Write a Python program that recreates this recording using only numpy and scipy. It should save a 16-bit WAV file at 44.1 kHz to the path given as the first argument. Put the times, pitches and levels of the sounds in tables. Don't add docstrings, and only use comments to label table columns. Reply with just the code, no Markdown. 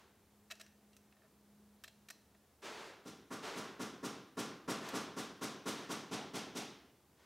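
import sys
import numpy as np
from scipy import signal
from scipy.fft import rfft, irfft, next_fast_len
from scipy.io import wavfile
from scipy.ndimage import uniform_filter1d, map_coordinates

SR = 44100
rng = np.random.default_rng(int(sys.argv[2]) if len(sys.argv) > 2 else 0)


def unload_audio(sound):
    columns = np.transpose(np.atleast_2d(sound))
    steps = np.round(np.clip(columns, -1, 1) * 32767)
    wavfile.write(sys.argv[1], SR, steps.astype(np.int16))


N = 319725

# (frequency [Hz], relative level [dB])
EXHAUST_SPECTRUM = [(40, -56), (250, -20.5), (700, 4.5), (1500, -0.5), (2500, -1), (3600, 0.5), (4400, -3),
                    (5900, -1.5), (7200, -6.5), (9000, -9.5), (12500, -17.5), (15500, -26.5)]
# (frequency [Hz], time to decay by 60 dB [s])
ROOM_DECAY = [(100, 0.74), (300, 1), (700, 0.66), (1400, .74), (3000, 0.68), (5500, 0.56), (8000, 0.39),
              (11000, 0.35), (16000, 0.29)]


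def amp(db):
    return 10 ** (np.asarray(db) / 20)


def unit(x):
    return x / np.sqrt(np.mean(x ** 2) + 1e-20)


def along(points, hz):
    point_hz, value = np.transpose(points)
    return np.interp(np.log(hz + 1), np.log(point_hz + 1), value)


def bell(hz, centre_hz, slope_db):
    octaves = np.log2((hz + 100) / (centre_hz + 100))
    return -slope_db * octaves ** 2


def wobble(rate):
    knots = rng.standard_normal(int(N * rate / SR) + 4)
    return map_coordinates(knots, [np.arange(N) * rate / SR])


def filtered(x, response):
    size = next_fast_len(N + SR // 2)
    spectrum = rfft(x, size) * response(np.fft.rfftfreq(size, 1 / SR))
    return irfft(spectrum, size)[..., :N]


def pulse(level, size=4096):
    cepstrum = irfft(np.log(amp(level(np.fft.rfftfreq(size, 1 / SR))) + 1e-6))
    cepstrum[1:size // 2] *= 2
    cepstrum[size // 2 + 1:] = 0
    shape = irfft(np.exp(rfft(cepstrum)))
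    return shape / np.linalg.norm(shape)


def coloured(x, spectrum):
    return signal.fftconvolve(x, pulse(lambda hz: along(spectrum, hz)))[:len(x)]


def add(track, s, sound):
    start = round(s * SR)
    sound = sound[max(-start, 0):max(N - start, 0)]
    track[max(start, 0):][:len(sound)] += sound


def room(early_db, early_s):
    hz, t, bands = signal.stft(rng.standard_normal(SR), SR, nperseg=256)
    bands = bands * amp(-60 * t / along(ROOM_DECAY, hz)[:, None])
    tail = signal.istft(bands, SR, nperseg=256)[1][:SR]
    tail *= 1 + amp(early_db) * np.exp(-(np.arange(SR) / SR / early_s) ** 2)
    return tail / np.linalg.norm(tail)


def diffuse(envelope):
    hz, t, bands = signal.stft(rng.standard_normal(SR), SR, nperseg=128)
    smooth_power = np.abs(uniform_filter1d(envelope ** 2, size=64))
    power = np.interp(t * SR, np.arange(len(envelope)), smooth_power, right=0)
    decay = amp(-60 * t / along(ROOM_DECAY, hz)[:, None]) ** 2
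    decay /= decay.sum(axis=1, keepdims=True)
    held = signal.fftconvolve(power[None], decay, axes=1)[:, :len(t)]
    return signal.istft(bands * np.sqrt(np.abs(held)), SR, nperseg=128)[1][:SR]


def scrapes(level_db, grain_db):
    # (time [s], length [s], relative level [dB])
    strokes = [(-.1, 0.1, -56.5), (2.618, 0.093, -40.5), (2.686, .24, -47.5), (3.419, 0.093, -39.5),
               (3.488, 0.23, -48), (4.81, 0.13, -42), (5.739, 0.12, -46.5), (7.164, .14, -64.5)]
    # (frequency [Hz], relative level [dB])
    rub_spectrum = [(40, -59), (100, -29), (200, -7), (300, -4.5), (400, 2.5), (520, -2), (760, -4.5),
                    (1000, -2.5), (1400, -4.5), (2000, -7.5), (3500, -10.5), (6500, -17), (10000, -26.5),
                    (15500, -38)]
    fade_db = -11
    out = np.zeros(N)
    for s, length, db in strokes:
        u = np.linspace(0, 1, max(round(length * SR), 2))
        grain = grain_db * wobble(132.0)[:len(u)]
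        stroke = np.sqrt(np.abs(np.sin(np.pi * u))) * amp(fade_db * u + grain)
        add(out, s, amp(db + level_db) * coloured(diffuse(stroke), rub_spectrum))
    return out


def motor(hum_hz, hum_db, octave_db, shaft_hz, shaft_db):
    # (time [s], relative level [dB])
    hum_levels = [(0.0, -96), (0.09, -74), (0.27, -83), (0.32, -71.5), (1.07, -70.5), (1.29, -78.5),
                  (1.58, -64.5), (1.75, -66), (1.88, -83), (1.94, -71), (2.39, -76.5), (2.6, -94)]
    t = np.arange(N) / SR
    phase = 2 * np.pi * np.cumsum(hum_hz + 1.07 * wobble(10)) / SR
    swell = amp(np.interp(t, *np.transpose(hum_levels), right=-90) + hum_db)
    hum = swell * (np.sin(phase) + amp(octave_db) * np.sin(2 * phase))
    shaft = amp(shaft_db + 0.5 * wobble(3)) * np.sin(2 * np.pi * shaft_hz * t)
    return hum + shaft


def air(room_db, hiss_db):
    # (frequency [Hz], relative level [dB])
    air_spectrum = [(15, -31), (25, -27), (71, 2), (160, -2.5), (227, -1), (297, -4), (445, -3),
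                    (523, -8.5), (684, -8.5), (762, -8.5), (1340, -14), (2060, -17), (2420, -18.5),
                    (15500, -23.5)]
    # (frequency [Hz], relative level [dB])
    hiss_spectrum = [(15, -31), (25, -17), (55, 10), (260, -9.5), (648, -5.5), (1570, -16), (13500, -1.5),
                     (15500, -4.5)]

    def noise(spectrum):
        return unit(filtered(rng.standard_normal(N), lambda hz: amp(along(spectrum, hz))))

    hiss = amp(hiss_db) * noise(hiss_spectrum)
    return amp(room_db) * noise(air_spectrum) + np.array([hiss, -hiss])


def jaw(hz):
    # (frequency [Hz], relative level [dB])
    broad_shape = [(200, -35), (480, -14), (640, 2.5), (860, -15), (1200, 0.5), (1800, 0.5), (3800, 1),
                   (5800, 2.5), (8000, 2.5), (10500, -2), (13000, 3), (15500, -8)]
    # (frequency [Hz], half-width [Hz], boost [dB])
    resonances = [(657, 42, 6.5), (1814, 81, 8), (2620, 43, 8.5), (3920, 130, 6.5), (5600, 410, 1.5),
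                  (12700, 160, 1)]
    boost = sum(db / (1 + ((hz - centre) / width) ** 2) for centre, width, db in resonances)
    return along(broad_shape, hz) + boost


def contact(db, length, edge_hz, room_db, stop_s, grain_db):
    t = np.arange(SR // 2) / SR
    touch = np.exp(-np.maximum(t - length, 0) / stop_s)
    grain = amp(grain_db * wobble(2504)[:len(t)])
    chatter = touch * unit(rng.standard_normal(len(t)) * grain)
    colour = pulse(lambda hz: jaw(hz) - 20 * np.log10(1 + (hz / edge_hz) ** 2))
    sound = chatter + amp(room_db) * diffuse(touch)[:len(t)]
    return amp(db) * signal.fftconvolve(sound, colour)[:len(t)]


def clamp(level_db, ring_db, ring_focus_db):
    # (time [s], relative level [dB], chatter before it dies away [s], pitch [Hz])
    clicks = [(0.502, -51, 0.0087, 1800), (0.5104, -43, .012, 2510), (.553, -59, .002, 5200),
              (.598, -53.5, 0.0079, 2800), (0.609, -49.5, 0.0036, 1800), (.6125, -45.5, 0.00089, 5600),
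              (0.663, -58.5, .002, 2600), (0.931, -59, .001, 2760), (0.966, -55, .001, 7000),
              (1.838, -47.5, 0.0077, 3600), (1.855, -60, 0.0034, 3500), (1.878, -50.5, 0.004, 3300),
              (2.086, -49, .003, 4220), (2.101, -52, 0.0015, 4170), (2.102, -45.5, 0.0067, 5500),
              (4.889, -41.5, 0.0016, 7400)]
    # (frequency [Hz], relative level [dB], time to decay by 60 dB [s])
    bar_modes = [(1670, 3, .3), (2760, -1.5, 0.36), (3240, 0, 0.25), (4070, 1, 0.28), (4200, 0, 0.4),
                 (5060, -1, 0.21), (5620, -1, 0.32), (5700, -12, 0.51), (6070, -4, 0.45), (7364, -17, 0.3)]
    edge_over_pitch = 2.3
    ring_grows = 0.59
    out, t = np.zeros(N), np.arange(SR // 2) / SR
    for s, db, length, pitch_hz in clicks:
        click = contact(db + level_db, length, edge_over_pitch * pitch_hz, room_db=-13, stop_s=0.0038, grain_db=4.0)
        ring = np.zeros(len(t))
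        for hz, mode_db, t60 in bar_modes:
            blur = np.cumsum(rng.normal(0, 0.086, len(t)))
            decay = amp(mode_db + bell(hz, pitch_hz, ring_focus_db) - 60 * t / t60)
            ring += decay * np.sin(2 * np.pi * hz * t + blur)
        ring *= 1 - np.exp(-t / .002)
        add(out, s, click + amp(ring_db + ring_grows * db) * ring)
    return out


def taps(edge_hz):
    # (time [s], relative level [dB], chatter before it dies away [s])
    touches = [(1.124, -61.5, .001), (1.1653, -70, .004), (1.219, -64.5, .001), (1.232, -73.5, .033),
               (2.346, -68, .006)]
    out = np.zeros(N)
    for s, db, length in touches:
        add(out, s, contact(db, length, edge_hz, room_db=-10, stop_s=0.0052, grain_db=3.5))
    return out


def shots():
    # (time [s], relative strength [dB], crack over thump [dB])
    shot_list = [(3.051, -46, -6.5), (3.304, -41, 3), (3.555, -40.5, 2), (3.792, -38.5, 1),
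                 (4.028, -38, -0.5), (4.369, -36, 0.5), (4.677, -35, 3), (4.932, -36, 2), (5.162, -39, 1),
                 (5.41, -37.5, 0), (5.656, -36, 0), (5.89, -38.5, 1.5), (6.11, -37, -10.5),
                 (6.334, -38.5, -7), (6.548, -39.5, -29.5)]
    # (time [s], crack pitch [Hz])
    crack_pitch = [(3.3, 1101), (5.9, 1050), (6.11, 564), (6.55, 990)]
    vent_mean_db, vent_grows, vent_rise = -45.5, 0.87, 1.6
    s, db, crack_db = np.transpose(shot_list)
    vent_db = vent_mean_db + vent_grows * (db - db.mean()) + vent_rise * (s - s.mean())
    return zip(s, db, db + crack_db, vent_db, np.interp(s, *np.transpose(crack_pitch)))


def blows(thump_db, tail_db, crack_db, knock_db, snap_db, boom_db, boom_t60, boom_swell_s, crack_swell_s, focus_db):
    # (frequency [Hz], relative level [dB])
    thump_spectrum = [(55, -41.5), (90, -17.5), (130, -6), (250, 0), (430, -5.5), (560, -9), (900, -26),
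                      (2000, -36), (15000, -60)]
    # (frequency [Hz], relative level [dB])
    crack_spectrum = [(40, -51), (200, -39), (500, -10.5), (620, 0), (780, -11), (860, -9), (1050, 4),
                      (1400, -4), (1650, -3), (2000, -7), (4000, -10.5), (8000, -18), (15000, -68)]
    # (frequency [Hz], relative level [dB])
    knock_spectrum = [(300, -18), (800, -11), (1050, 4), (1380, -38), (1800, -35), (4000, -39),
                      (12000, -51)]
    # (frequency [Hz], relative level [dB])
    boom_modes = [(116, -9), (141, -3), (176, -19), (189, -3.5), (210, -1.5), (240, -6), (253.5, 0.5),
                  (284.5, 2), (307, -2.5), (320, -1), (350, -0.5), (365, -0.5), (397, 0), (421.5, -1),
                  (454, -1), (565.5, -9.5), (683.5, -16), (782.5, -3.5), (901, -16), (1045, -9),
                  (1119, -16), (1165, -13), (1327.5, -8), (1381, -2.5), (1413.5, -12.5), (1502, -26)]
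    # (delay [s], relative level [dB])
    wall_echoes = [(.004, -2.5), (.0085, 2.5), (.019, -4.5), (.033, 3), (.040, 0), (0.047, -6.5),
                   (.082, 1.5), (0.125, -22), (.146, -11)]
    out, t = np.zeros(N), np.arange(SR) / SR
    boom = sum((-1) ** k * amp(db) * np.sin(2 * np.pi * hz * t) for k, (hz, db) in enumerate(boom_modes))
    boom *= amp(-60 * t / boom_t60) * (1 - np.exp(-t / boom_swell_s))
    delays = [round(delay * SR) for delay, _ in wall_echoes]
    echoes = np.bincount(delays, [amp(db) for _, db in wall_echoes], SR)
    path = room(early_db=-41, early_s=0.22)
    body = amp(boom_db) * boom / np.linalg.norm(boom) + amp(thump_db) * coloured(echoes, thump_spectrum)
    knock = amp(knock_db) * coloured(echoes * np.exp(-t / 0.021), knock_spectrum)
    snap = amp(snap_db) * coloured(path, EXHAUST_SPECTRUM) * (1 - np.exp(-t / 0.0081))
    for s, low_db, mid_db, air_db, crack_hz in shots():
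        scatter = path + .5 * room(early_db=-12, early_s=0.18)
        colour = pulse(lambda hz: along(crack_spectrum, hz) + bell(hz, crack_hz, focus_db))
        crack = amp(crack_db) * signal.fftconvolve(scatter, colour)[:SR]
        crack *= 1 - np.exp(-t / crack_swell_s)
        thump = body + amp(tail_db) * coloured(scatter, thump_spectrum)
        add(out, s, amp(low_db) * thump + amp(mid_db) * (knock + crack) + amp(air_db) * snap)
    return out


def exhaust(level_db, peak_s, rise_s, fall_s, direct_db):
    flat_hz, tilt_gain = 970, 3.5
    out, t = np.zeros(N), np.arange(SR // 8) / SR
    valve = np.exp(np.minimum((t - peak_s) / rise_s, (peak_s - t) / fall_s))
    for s, _, _, air_db, crack_hz in shots():
        tilt_db = tilt_gain * np.log2(crack_hz / flat_hz)
        colour = pulse(lambda hz: along(EXHAUST_SPECTRUM, hz) + tilt_db * np.log2(hz + 1000))
        add(out, s, amp(air_db + level_db) * signal.fftconvolve(diffuse(valve), colour))
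        puff = signal.fftconvolve(valve * rng.standard_normal(len(t)), colour)
        add(out, s + 0.0088, amp(air_db + direct_db) * np.diff(puff))
    return out


def scene():
    stapler = blows(
        thump_db=14.5, tail_db=19.5, crack_db=20.0, knock_db=8, snap_db=25.5,
        boom_db=26.0, boom_t60=0.71, boom_swell_s=0.0057,
        crack_swell_s=.008,
        focus_db=3.0)
    stapler = stapler + exhaust(level_db=6.0, peak_s=0.023, rise_s=0.013, fall_s=0.0092, direct_db=0)
    near = clamp(level_db=-3.5, ring_db=-39.5, ring_focus_db=90) + taps(edge_hz=1200)
    drone = motor(hum_hz=206.8, hum_db=2.5, octave_db=-18.0, shaft_hz=71.4, shaft_db=-82.5)
    return stapler + scrapes(level_db=1.0, grain_db=1.5) + near + drone + air(room_db=-70.5, hiss_db=-80)


def record(dry):
    top_hz = 15800
    return filtered(dry, lambda hz: hz < top_hz)


dry = scene()
out = record(dry)
unload_audio(out)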